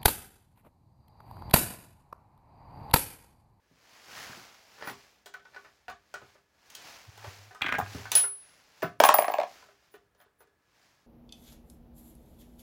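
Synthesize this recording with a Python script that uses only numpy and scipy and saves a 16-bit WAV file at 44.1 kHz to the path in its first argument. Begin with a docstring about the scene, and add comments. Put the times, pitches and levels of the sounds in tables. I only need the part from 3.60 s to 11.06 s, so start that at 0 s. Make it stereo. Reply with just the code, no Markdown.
"""Work at a reloading press in a small brick workshop, heard close up over still air and a faint whine.
First a jacket swishes, from rubbed-fibre noise; then steel ticks, as noise bursts over ringing frame modes.
The ram groans as a narrow hum, a hand rummages in a tray of brass cases, and one case rings in beating pairs.
The lever hits its stop and rings, and the case bounces to rest in a plastic bin of swinging, ringing walls.
Softer handling and sleeve swishes follow."""
import sys
import numpy as np
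from scipy import signal
from scipy.fft import rfft, irfft
from scipy.io import wavfile
from scipy.ndimage import uniform_filter1d

SR = 44100
rng = np.random.default_rng(int(sys.argv[2]) if len(sys.argv) > 2 else 0)


def master_out(mix):
    """Clip the mix to full scale and print it as 16-bit PCM to the path in sys.argv[1]."""
    frames = np.transpose(np.atleast_2d(mix))
    ceiling = np.clip(frames, -1, 1)
    pcm = np.round(ceiling * 32767).astype(np.int16)
    wavfile.write(sys.argv[1], SR, pcm)


N = 329102
T = np.arange(SR // 2) / SR  # time within one blow (s)
CLOCK = np.arange(N) / SR  # time through the scene (s)


def amp(db):
    """Decibels to gain."""
    return 10 ** (np.asarray(db) / 20)


def evened(x):
    """Scales to rms 1."""
    return x / np.sqrt(np.mean(x ** 2) + 1e-20)


def crested(x, size=176):
    """Scales the loudest few milliseconds to rms 1."""
    power = (x ** 2).mean(0)
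    return x / np.sqrt(uniform_filter1d(power, size).max() + 1e-20)


def read(points, hz):
    """Reads a table on a log-frequency axis."""
    f, value = np.transpose(points)
    return np.interp(np.log(hz + 1), np.log(f + 1), value)


def add(mix, s, sound):
    """Adds a stereo sound at time s."""
    part = mix[:, max(round(s * SR), 0):][:, :sound.shape[1]]
    part += sound[:, :part.shape[1]]


def colour(x, spectrum, size=2048):
    """Causal (minimum-phase) filter with the given spectrum."""
    log_gain = np.log(amp(read(spectrum, abs(np.fft.fftfreq(size, 1 / SR)))))
    taps = np.fft.ifft(np.exp(np.conj(signal.hilbert(log_gain)))).real
    return signal.oaconvolve(x, taps[None], axes=1)[:, :x.shape[1]]


# likeness of diffuse sound at the two microphones: f/Hz, left-right correlation/1
STEREO_LIKENESS = [(50, 1), (150, 0.92), (400, 0.75), (900, 0), (2000, 0), (16000, 0.5)]


def diffuse(count):
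    """White noise at two microphones, most alike in the bass."""
    a, b = rfft(rng.standard_normal((2, count)))
    same = np.clip(read(STEREO_LIKENESS, np.fft.rfftfreq(count, 1 / SR)), -1, 1)
    right = same * a + np.sqrt(1 - same ** 2) * b
    return irfft(np.array([a, right]), count)


def flutter(count, grain_db, size):
    """Gain that wanders at random, as contacts catch and let go."""
    return amp(grain_db * evened(uniform_filter1d(rng.standard_normal(count), size)))


def resonate_twice(x, hz, width):
    """Two equal resonances of peak gain 1 in a row, each of the given width in Hz."""
    b, a = signal.iirpeak(hz, hz / width, fs=SR)
    return signal.lfilter(b, a, signal.lfilter(b, a, x))


def burst(spectrum, t60, scatter, attack=.0002, chatter_db=4, size=30):
    """A brief chatter of contact: one shared wave plus scatter from things near by."""
    wave = rng.standard_normal(len(T)) + scatter * diffuse(len(T))
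    wander = np.tanh(evened(uniform_filter1d(rng.standard_normal(len(T)), size)))
    chatter = amp(chatter_db * wander)
    onset = 1 - np.exp(-(T / max(attack, .0001)) ** 2)
    decay = amp(-60 * T / max(t60, .001))
    return colour(wave * chatter * onset * decay, spectrum)


def ring(modes, spread):
    """Decaying modes of a body; every blow excites them in another balance and phase."""
    hz, db, t60 = np.transpose(modes)[:, :, None]
    db = db + 2 * rng.standard_normal(db.shape)
    # spread: how far each mode's phase differs between the microphones (rad)
    phase = 2 * np.pi * rng.random(hz.shape) + spread * rng.standard_normal((2, *hz.shape))
    partials = amp(db - 60 * T / t60) * np.sin(2 * np.pi * hz * T + phase)
    return crested(partials.sum(1) * (1 - np.exp(-T / 0.0042)))


def focused(modes, hz, focus_db):
    """A blow favours the modes near its own pitch; the others lose focus_db an octave."""
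    return [(f, db - focus_db * abs(np.log2(f / hz)), t60) for f, db, t60 in modes]


def flex(hz, rise, lag):
    """A panel swings for a few cycles, widest after rise seconds; the right hears it lag seconds early."""
    t = T + np.array([[0], [lag]])
    envelope = (t / rise) ** 2 * np.exp(-2 * t / rise)
    return crested(envelope * np.sin(2 * np.pi * hz * t))


def swell(s, rise, fall, shape=1.3):
    """A movement gathers speed until time s, then slows (shape 1 = pointed swell, 2 = bell)."""
    u = (CLOCK - s) / np.where(CLOCK < s, max(rise, .005), max(fall, .005))
    return np.exp(-np.minimum(abs(u), 10) ** shape)


# steel parts and fingers on the press:
# t/s, relative body level/dB, snap level/dB, strongest pitch f/Hz, body t60/s
PRESS_KNOCKS = [(1.272, -24.5, -49, 1207, 0.067), (1.297, -31.5, -44.5, 1050, 0.036),
                (1.659, -40.5, -46, 710, 0.13), (1.739, -33, -50, 1510, 0.03), (1.795, -45, -75, 1500, .02),
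                (1.851, -42, -77, 1500, .03), (1.962, -32, -70, 1490, 0.022),
                (2.047, -42, -68, 1305, 0.084), (2.281, -28.5, -56, 720, 0.053),
                (2.298, -33, -47.5, 1150, 0.038), (2.54, -27.5, -44, 1450, 0.06),
                (2.615, -41, -80, 540, .06), (2.752, -48, -86, 515, 0.059),
                (3.101, -52, -46.5, 1960, 0.053), (3.15, -44, -38.5, 2950, 0.053),
                (3.576, -41, -52, 766, .06), (3.643, -32.5, -54, 680, 0.04),
                (3.909, -39.5, -71, 744, 0.023), (3.948, -36, -52, 1246, .02), (4.184, -41, -41, 430, .12),
                (4.347, -30, -44, 420, 0.022), (4.454, -29, -53.5, 1560, .025),
                (4.517, -22.5, -21, 2960, 0.035), (4.552, -23, -21, 2943, 0.08),
                (4.572, -32, -29, 2950, .09), (4.637, -28, -75, 1400, .02),
                (5.221, -26.5, -43, 1810, 0.023), (5.227, -17, -44, 650, 0.024),
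                (6.025, -45, -66, 1030, 0.019), (6.085, -45.5, -78, 640, .025),
                (6.340, -39, -59, 410, .035), (6.549, -58, -67, 540, 0.025), (6.612, -52, -63, 640, 0.041),
                (6.659, -56.5, -85, 410, 0.05), (6.805, -48, -66.5, 491, 0.038),
                (6.824, -55, -69, 412, 0.044), (6.872, -59.5, -72, 452, 0.044)]
# spectrum of steel contact, also under sliding fingers: f/Hz, level/dB
STEEL_SPECTRUM = [(150, -16.5), (350, -9), (600, 1.5), (1200, -2), (1750, 0), (2800, -12), (5000, -16.5),
                  (9000, -39)]
# spectrum of the bright snap of any hard contact: f/Hz, level/dB
SNAP_SPECTRUM = [(1200, -25), (3000, 7.5), (4500, 1.5), (7000, 3.5), (10500, -7), (16000, -4)]
# ringing of the press frame: f/Hz, relative level/dB, t60/s
FRAME_MODES = [(402, -3, .3), (497, -3, .2), (707, 0, .2), (810, -6, .16), (1010, -4, .18), (1135, -4, .2),
               (1203, -2, .2), (1300, -6, .3), (1515, 0, .18), (1730, -2, .14), (1900, -4, .14)]
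# side the hand works on: t/s, left minus right level/dB
HAND_SIDE = [(1.3, -4.5), (1.66, 0.5), (2.5, 0.5), (3.15, -1.5), (5.3, 0.5), (6.3, 3)]


def press_knocks(centre_hz, follow, attack, lag_per_db, body_db, lead_db, frame_db, snap_share, focus_db):
    """Steel parts meet: a bright snap, a short body, and frame modes ringing most near the blow's pitch."""
    out = np.zeros((2, N))
    for s, db, bright_db, hz, t60 in PRESS_KNOCKS:
        shifted = np.array(STEEL_SPECTRUM) * [(hz / centre_hz) ** follow, 1]
        body = crested(burst(shifted, t60, scatter=1.7, attack=attack))
        lead = amp(lead_db) * ring([(hz, 0, .035)], spread=0.46)
        frame = amp(frame_db) * ring(focused(FRAME_MODES, hz, focus_db), spread=0.86)
        snap = crested(burst(SNAP_SPECTRUM, t60 * snap_share, scatter=4, attack=attack / 2))
        left, right = amp(db + body_db) * (body + lead + frame) + amp(bright_db) * snap
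        side_db = np.interp(s, *np.transpose(HAND_SIDE))
        # a hand on the left reaches the right microphone late
        right = np.roll(right, max(round(side_db * lag_per_db * SR), 0))
        add(out, s, np.array([left, right]) * amp([[side_db / 2], [-side_db / 2]]))
    return out


# fingers sliding over steel: middle t/s, level/dB, length/s
FINGER_RUBS = [(1.25, -44.5, 0.18), (1.946, -57, 0.06), (3.647, -53.5, 0.15), (6.61, -64, .1),
               (6.814, -64, 0.055)]


def fingers(grain_db, size=90):
    """Skin drags on the press in tiny slips, swelling and fading with each touch."""
    out = np.zeros((2, N))
    for s, db, length in FINGER_RUBS:
        count = int(max(length, .02) * SR)
        slips = diffuse(count) * flutter(count, grain_db, size)
        rub = evened(colour(slips, STEEL_SPECTRUM)) * np.hanning(count)
        add(out, s - length / 2, amp(db) * rub)
    return out


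# ringing of the lever on its stop: f/Hz, relative level/dB, t60/s
LEVER_MODES = [(161, -12, .18), (388, -2, .15), (651, 0, .12), (780, -9, .17), (1136, -12, .17),
               (1303, -13, .26), (1384, -15, .16), (1750, -21, .22)]


def lever_stop(s, level_db):
    """The heavy lever lands on its stop at time s; it and the press sway and ring."""
    out = np.zeros((2, N))
    add(out, s, amp(level_db) * ring(LEVER_MODES, spread=0.27))
    return out


# the lever goes down, then back up: start t/s, length/s, relative level/dB
RAM_STROKES = [(3.46, 0.475, -44.5), (4.06, .54, -41)]
# the ram binds and shudders: t/s, level/dB
RAM_BINDS = [(3.491, -43.5), (3.682, -40), (4.23, -37.5), (4.356, -44)]


def ram(hum_db, hz, width, ease_s, bind_s):
    """Stick and slip of the loaded ram hums in the bench through each stroke and shudders where it binds."""
    slips = resonate_twice(diffuse(N), hz, width)
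    load = np.zeros(N)
    for s, length, db in RAM_STROKES:
        # the load builds and lets go over ease_s
        edge = np.minimum(CLOCK - s, s + length - CLOCK) / ease_s
        load += amp(db) * np.clip(edge, 0, 1)
    binding = sum(amp(db) * swell(s, bind_s, bind_s) for s, db in RAM_BINDS)
    shudder = evened(np.sin(2 * np.pi * (hz * CLOCK + rng.random())))
    return amp(hum_db) * evened(slips) * load + shudder * binding


# the case landing in the bin: t/s, relative wall thock level/dB, wall pitch f/Hz, wall swing-up time/s,
# relative clack level/dB, clack pitch f/Hz
BOUNCES = [(5.4013, -2.5, 650, .0019, -14, 1500), (5.4372, -2.5, 833, 0.0012, -10.5, 2450),
           (5.4495, -7.5, 753, 0.0026, -17.5, 2530), (5.4893, 0.5, 920, 0.0014, -11.5, 1830),
           (5.541, -6.5, 783, 0.0026, -19, 1700), (5.5858, -6, 690, 0.0022, -20, 2400),
           (5.622, -18.5, 690, 0.0024, -29, 2120), (5.644, -18, 745, 0.0038, -27.5, 2020),
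           (5.681, -13, 713, 0.0017, -28, 1690), (5.698, -15.5, 740, 0.0028, -35, 1320),
           (5.7195, -22, 850, 0.0022, -36, 1880), (5.739, -14.5, 744, 0.0027, -26.5, 2470),
           (5.7842, -12.5, 622, 0.0036, -31, 1650), (5.8, -16, 745, 0.0016, -31, 2400),
           (5.814, -19, 730, 0.004, -35, 1500), (5.833, -19.5, 710, 0.0023, -35.5, 1400)]
# spectrum of the case clacking on plastic: f/Hz, level/dB
CLACK_SPECTRUM = [(60, -48), (200, -24), (400, -22), (700, -6.5), (1050, 6), (1350, -8), (1700, -6.5),
                  (2000, -13), (2450, -10), (3200, -18.5), (5000, -21), (9000, -42)]
# ringing of the hollow bin: f/Hz, relative level/dB, t60/s
BIN_MODES = [(617, -3, .2), (662, -5, .17), (708, -3, .18), (778, 0, .19), (861, -6, .19), (932, -8, .19),
             (988, -7, .19), (1103, -8, .17), (1190, -14, .14), (1647, -22, .26)]
# ringing of the stiff bin floor: f/Hz, relative level/dB, t60/s
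FLOOR_MODES = [(985, 3, 0.07), (945, 1, 0.13), (1105, 3, 0.13), (1200, 0, .07), (1640, -5, 0.13),
               (1900, -5, 0.06), (2460, -10, 0.06), (2600, -11, .06)]
# the bounces carry little bass: f/Hz, level/dB
BIN_BASS = [(70, -24), (220, 0), (16000, 0)]


def bin_bounces(thock_db, clack_db, pitch_db, floor_db, ring_db, snap_ahead, wall_delay, clack_rise):
    """Each landing snaps and clacks at its own pitch; then the plastic wall swings and the hollow bin rings."""
    out = np.zeros((2, N))
    for s, db, hz, rise, hard_db, clack_hz in BOUNCES:
        # a harder hit brings out the wall's second mode
        second = amp(db / 2 - 5) * flex(hz * 1.45, rise=rise * .75, lag=.0002)
        thock = flex(hz, rise=rise, lag=.0002) + second
        hollow = amp(ring_db) * ring(BIN_MODES, spread=0.14)
        add(out, s + wall_delay, amp(db) * (amp(thock_db) * thock + hollow))

        clack = crested(burst(CLACK_SPECTRUM, t60=.014, scatter=0.75, attack=0.00029))
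        clack += amp(pitch_db) * flex(clack_hz, rise=clack_rise, lag=.0001)
        clack += amp(floor_db) * ring(FLOOR_MODES, spread=0.94)
        add(out, s, amp(hard_db + clack_db) * clack)

        # as the case slows, the snap dulls by 32.5 dB a second
        bright_db = hard_db - 4 - 32.5 * (s - BOUNCES[0][0])
        add(out, s - snap_ahead, amp(bright_db) * crested(burst(SNAP_SPECTRUM, t60=0.016, scatter=11.0)))
    return colour(out, BIN_BASS) * amp([[-.4], [.4]])


# cases shoved about in the tray: t/s, relative level/dB, strongest pitch f/Hz
TRAY_KNOCKS = [(4.010, -34, 1560), (4.0178, -18, 2600), (4.0206, -15.5, 2350), (4.030, -29, 1700),
               (4.043, -26, 1430), (4.052, -29, 1500), (4.0625, -21, 2158), (4.0655, -21, 2395),
               (4.073, -28, 1800), (4.084, -23, 1991), (4.0895, -19.5, 1543), (4.098, -27, 1650),
               (4.118, -28, 1400), (4.1232, -14.5, 1950), (4.141, -17.5, 1500), (4.149, -22, 1586),
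               (4.154, -22.5, 1900), (4.183, -25, 800), (4.189, -21, 773), (4.200, -20, 800),
               (4.212, -26.5, 1103), (4.261, -36, 1560)]
# spectrum of the gritty edge: f/Hz, level/dB
TRAY_SPECTRUM = [(200, -7), (500, -5), (1100, 1), (1600, 1), (2600, 0), (3800, -19), (8000, -32)]
# ringing of the tray floor and neighbouring cases: f/Hz, relative level/dB, t60/s
TRAY_MODES = [(420, 3, .1), (720, -1, .08), (933, -5, .07), (1226, -2, .07), (1475, 0, .09), (1635, 1, .12),
              (1790, -2, .08), (2410, -2, .05), (2560, -5, .05)]


def tray(level_db, grit_db, ring_db, snap_db, follow, t60):
    """Each case kicks the tray floor for a few cycles, with grit; floor and neighbouring cases ring briefly."""
    out = np.zeros((2, N))
    for s, db, hz in TRAY_KNOCKS:
        kick = flex(hz, rise=1.6 / hz, lag=.0001)
        shifted = np.array(TRAY_SPECTRUM) * [(hz / 1660) ** follow, 1]
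        grit = crested(burst(shifted, t60, scatter=.8, attack=.001))
        snap = crested(burst(SNAP_SPECTRUM, t60, scatter=4))
        clink = ring(focused(TRAY_MODES, hz, focus_db=13), spread=.77)
        body = kick + amp(grit_db) * grit + amp(ring_db) * clink
        add(out, s, amp(db) * (amp(level_db) * body + amp(snap_db) * snap))
    return out * amp([[1], [-1]])


# blows that set brass ringing:
# t/s, lowest shell mode level/dB, highest shell mode level/dB, damping/factor that shortens t60
CLINKS = [(1.661, -72, -57, 2), (1.738, -72, -59, 2), (4.188, -66, -36, 2.5), (4.517, -30, -38, 6),
          (4.553, -10, -25, 1), (5.228, -54, -37, 2), (5.403, -44, -33, 2), (5.440, -29, -27, 2),
          (5.454, -23, -21, 3), (5.541, -25, -13.5, 1.3), (5.590, -26, -27, 1.3), (5.712, -56, -39, 1)]
# shell modes of the case mouth, lowest to highest: f/Hz
BRASS_HZ = [10180, 13210, 14775]
# each shell mode is a close pair: split f/Hz, relative twin level/dB, undamped t60/s, phase between mics/rad
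BRASS_PAIRS = [(11, -17, .41, 1.35), (9, -10, .33, 2.5), (30, -8, .23, 1.8)]


def brass(middle_db, tumble_hz, tumble_depth):
    """The thin case mouth rings in beating pairs; a finger or the bin damps it, and tumbling makes it waver."""
    out = np.zeros((2, N))
    for s, low_db, high_db, damping in CLINKS:
        levels = low_db, low_db + middle_db, high_db
        depth = tumble_depth * (s > BOUNCES[0][0])  # only once loose in the bin
        for db, hz, (split, twin_db, t60, mic_phase) in zip(levels, BRASS_HZ, BRASS_PAIRS):
            turn = 2 * np.pi * (hz * T + rng.random()) + np.array([[0], [mic_phase]])
            pair = np.sin(turn) + amp(twin_db) * np.sin(turn + 2 * np.pi * split * T)
            waver_hz = tumble_hz * rng.uniform(0.56, 2.1)
            facing = 1 + depth * np.sin(2 * np.pi * waver_hz * T)
            decay = amp(db - 60 * T * damping / t60)
            add(out, s, decay * pair * facing * (1 - np.exp(-T / 0.00015)))
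    return out


# the case rim scrapes on fingers, steel or plastic: middle t/s, relative level/dB, length/s
RIM_SCRAPES = [(1.289, -48.5, 0.12), (2.3, -64, 0.061), (4.197, -59, 0.06), (5.249, -56, 0.029),
               (5.411, -47, 0.043), (5.473, -28, 0.053), (6.34, -64, 0.09), (6.611, -66, 0.094),
               (6.811, -63, 0.073)]


def rim_scrapes(width_hz, high_db):
    """Dragging the rim keeps the lowest and highest shell modes hissing."""
    touch = np.zeros(N)
    for s, db, length in RIM_SCRAPES:
        place = np.clip((CLOCK - s) / max(length, .01), -.5, .5)
        touch += amp(db) * np.cos(np.pi * place) ** 2
    low, high = (evened(resonate_twice(diffuse(N), hz, width_hz)) for hz in BRASS_HZ[::2])
    return touch * evened(low + amp(high_db) * high)


# dull bumps through the bench: t/s, relative level/dB, pitch f/Hz
BENCH_THUDS = [(0.112, -54, 245), (0.692, -41, 130), (0.77, -37, 325), (1.274, -37.5, 246),
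               (1.303, -40, 253), (2.621, -46, 129), (4.044, -31, 328), (4.127, -32.5, 187),
               (4.185, -27, 165), (4.347, -26.5, 105), (5.228, -29, 352), (5.239, -27.5, 163)]


def bench(level_db, rattle_db):
    """The bench top gives for a cycle or two and shakes what stands on it."""
    spectrum = [(40, -26.5), (100, -5.5), (180, 3), (300, 4), (700, -16.5), (2000, -44.0)]  # f/Hz, level/dB
    out = np.zeros((2, N))
    for s, db, hz in BENCH_THUDS:
        rattle = crested(burst(spectrum, t60=0.096, scatter=0.25))
        thud = flex(hz, rise=1.0 / hz, lag=0) + amp(rattle_db) * rattle
        add(out, s, amp(db + level_db) * thud)
    return out


# arm movements that slide the jacket sleeve:
# t of greatest speed/s, relative level/dB, speeding up/s, slowing down/s
ARM_STROKES = [(.36, -60, 0.16, .15), (.59, -47, 0.11, .25), (1.28, -56.5, 0.22, .2),
               (1.98, -66.5, 0.15, .25), (2.7, -66, 0.25, .1), (3.282, -52, 0.15, .19),
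               (3.68, -53.5, 0.13, .22), (4.36, -49, 0.13, .15), (4.56, -41, 0.028, .06),
               (4.95, -64.5, .3, .25), (5.22, -62, 0.12, .07), (5.95, -57.5, 0.14, .13),
               (6.25, -71.5, .12, .13), (7.24, -68, 0.14, .22)]
# spectrum of rubbed cloth: f/Hz, level/dB
CLOTH_SPECTRUM = [(40, -14), (130, -12.5), (400, -10.5), (750, -2.5), (1200, -3.5), (1700, -3.5),
                  (3000, -7.5), (6200, -9), (8500, -21), (15500, -23)]


def jacket(level_db, fizz_db, grain_db, size=60):
    """Countless fibres catch and let go as the sleeve slides; fast strokes add a fine fizz."""
    fizz_spectrum = [(4000, -25), (9000, -12), (10200, 2), (13000, -9), (15000, -2)]  # f/Hz, level/dB
    catches = flutter(N, grain_db, size)
    speed = np.sqrt(sum((amp(db) * swell(s, rise, fall)) ** 2 for s, db, rise, fall in ARM_STROKES))
    haste = speed / speed.max()
    direct = rng.standard_normal(N)
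    right_leads = 18  # samples
    fibres = (diffuse(N) + 0.64 * np.array([np.roll(direct, right_leads), direct])) * catches
    rub = amp(level_db) * evened(colour(fibres, CLOTH_SPECTRUM))
    fizz = amp(fizz_db) * evened(colour(diffuse(N) * catches, fizz_spectrum)) * np.sqrt(haste)
    return (rub + fizz) * speed * amp([[-1.9], [1.9]])


# sleeve rubbing hard across the jacket:
# t of greatest speed/s, level/dB, speeding up/s, slowing down/s, pitch at full speed f/Hz
SLEEVE_ZIPS = [(.585, -49.5, .065, .17, 1853), (3.251, -69, .12, .15, 2210)]


def zips(width_hz, glide, grain_db, size=150):
    """Ribs of the weave tick past each other: a rough rasp whose pitch rises with the speed of the arm."""
    out = np.zeros((2, N))
    r = np.exp(-np.pi * width_hz / SR)
    for s, db, rise, fall, hz in SLEEVE_ZIPS:
        speed = swell(s, rise, fall)
        pitch = hz * (1 - glide * (1 - speed))
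        turn = np.exp(2j * np.pi * np.cumsum(pitch) / SR)
        # smooth complex noise, carried up to the gliding pitch
        rasp = signal.lfilter([1], [1, -2 * r, r * r], diffuse(N) + 1j * diffuse(N))
        out += amp(db) * speed * evened((rasp * turn).real * flutter(N, grain_db, size))
    return out * amp([[-2], [2]])


# spectrum of the still air: f/Hz, level/dB
AIR_SPECTRUM = [(20, -16), (55, 0), (200, -8), (600, -9.5), (1600, -11), (3000, -21), (8000, -29),
                (16000, -31)]


def workshop(air_db, whine_db, whine_hz):
    """Still air as shaped noise, with a faint narrow whine of resonated noise."""
    air = evened(colour(diffuse(N), AIR_SPECTRUM))
    whine = evened(resonate_twice(diffuse(N), whine_hz, 70))
    return amp(air_db) * air + amp(whine_db) * whine


# decay of the workshop: f/Hz, t60/s
ROOM_DECAY = [(100, 0.43), (400, 0.18), (1000, 0.18), (3000, 0.24), (7000, 0.22), (12000, 0.1)]


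def room(x, early_db, tail_db):
    """Quick scatter from the cluttered bench, then the tail of the workshop, decaying by frequency."""
    hz, t, z = signal.stft(diffuse(len(T)), SR, nperseg=256)
    decay = amp(-60 * t / read(ROOM_DECAY, hz)[:, None])
    tail = signal.istft(z * decay, SR, nperseg=256)[1][:, :len(T)]
    tail *= np.clip((T - .004) / 0.0075, 0, 1)
    early = diffuse(len(T)) * (T > .002) * amp(-60 * T / 0.047)
    echoes = (amp(early_db) * evened(early) + amp(tail_db) * evened(tail)) / np.sqrt(len(T))
    return x + signal.oaconvolve(x, echoes, axes=1)[:, :N]


def scene():
    """Everything on the bench, each thing with its share of the room; ram, cloth and air stay dry."""
    press = press_knocks(centre_hz=950, follow=0.25, attack=0.0007, lag_per_db=.00004, body_db=-11.0,
                         lead_db=-3, frame_db=-7, snap_share=0.32, focus_db=3.5)
    mix = room(press + fingers(grain_db=11), early_db=-3.0, tail_db=-3.0)
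    mix += room(lever_stop(s=5.225, level_db=-28.5), early_db=-11.5, tail_db=-13.5)
    mix += ram(hum_db=-14, hz=102, width=14, ease_s=.04, bind_s=0.01)

    bounces = bin_bounces(thock_db=-6.5, clack_db=-0.5, pitch_db=-3.5, floor_db=-12.5, ring_db=-25,
                          snap_ahead=.0001, wall_delay=.002, clack_rise=0.00064)
    mix += room(bounces, early_db=-10, tail_db=-7.0)
    rummage = tray(level_db=-6.5, grit_db=-3, ring_db=-10, snap_db=-37, follow=0.7, t60=.014)
    mix += room(rummage, early_db=-13, tail_db=-8)
    case = brass(middle_db=-14, tumble_hz=32.2, tumble_depth=0.5) + rim_scrapes(width_hz=300, high_db=3.5)
    mix += room(case, early_db=-20.0, tail_db=-23.0)

    mix += room(bench(level_db=-10.5, rattle_db=1.0), early_db=-12.0, tail_db=-9.0)
    mix += jacket(level_db=5.0, fizz_db=-8, grain_db=1.5)
    mix += zips(width_hz=470, glide=0.33, grain_db=2.5)
    return mix + workshop(air_db=-72.5, whine_db=-81, whine_hz=1688)


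def record(dry):
    """The microphones lose the deepest bass, the loudest peaks are rounded off, then the band limit."""
    lean = signal.sosfilt(signal.butter(3, 48, "highpass", fs=SR, output="sos"), dry)
    rounded = lean / (1 + (lean / .88) ** 8) ** (1 / 8)
    edge_hz = 16300
    lowpass = signal.firwin(511, edge_hz, window=("kaiser", 9), fs=SR)
    return signal.oaconvolve(rounded, lowpass[None], "same")


dry = scene()
out = record(dry)
master_out(out)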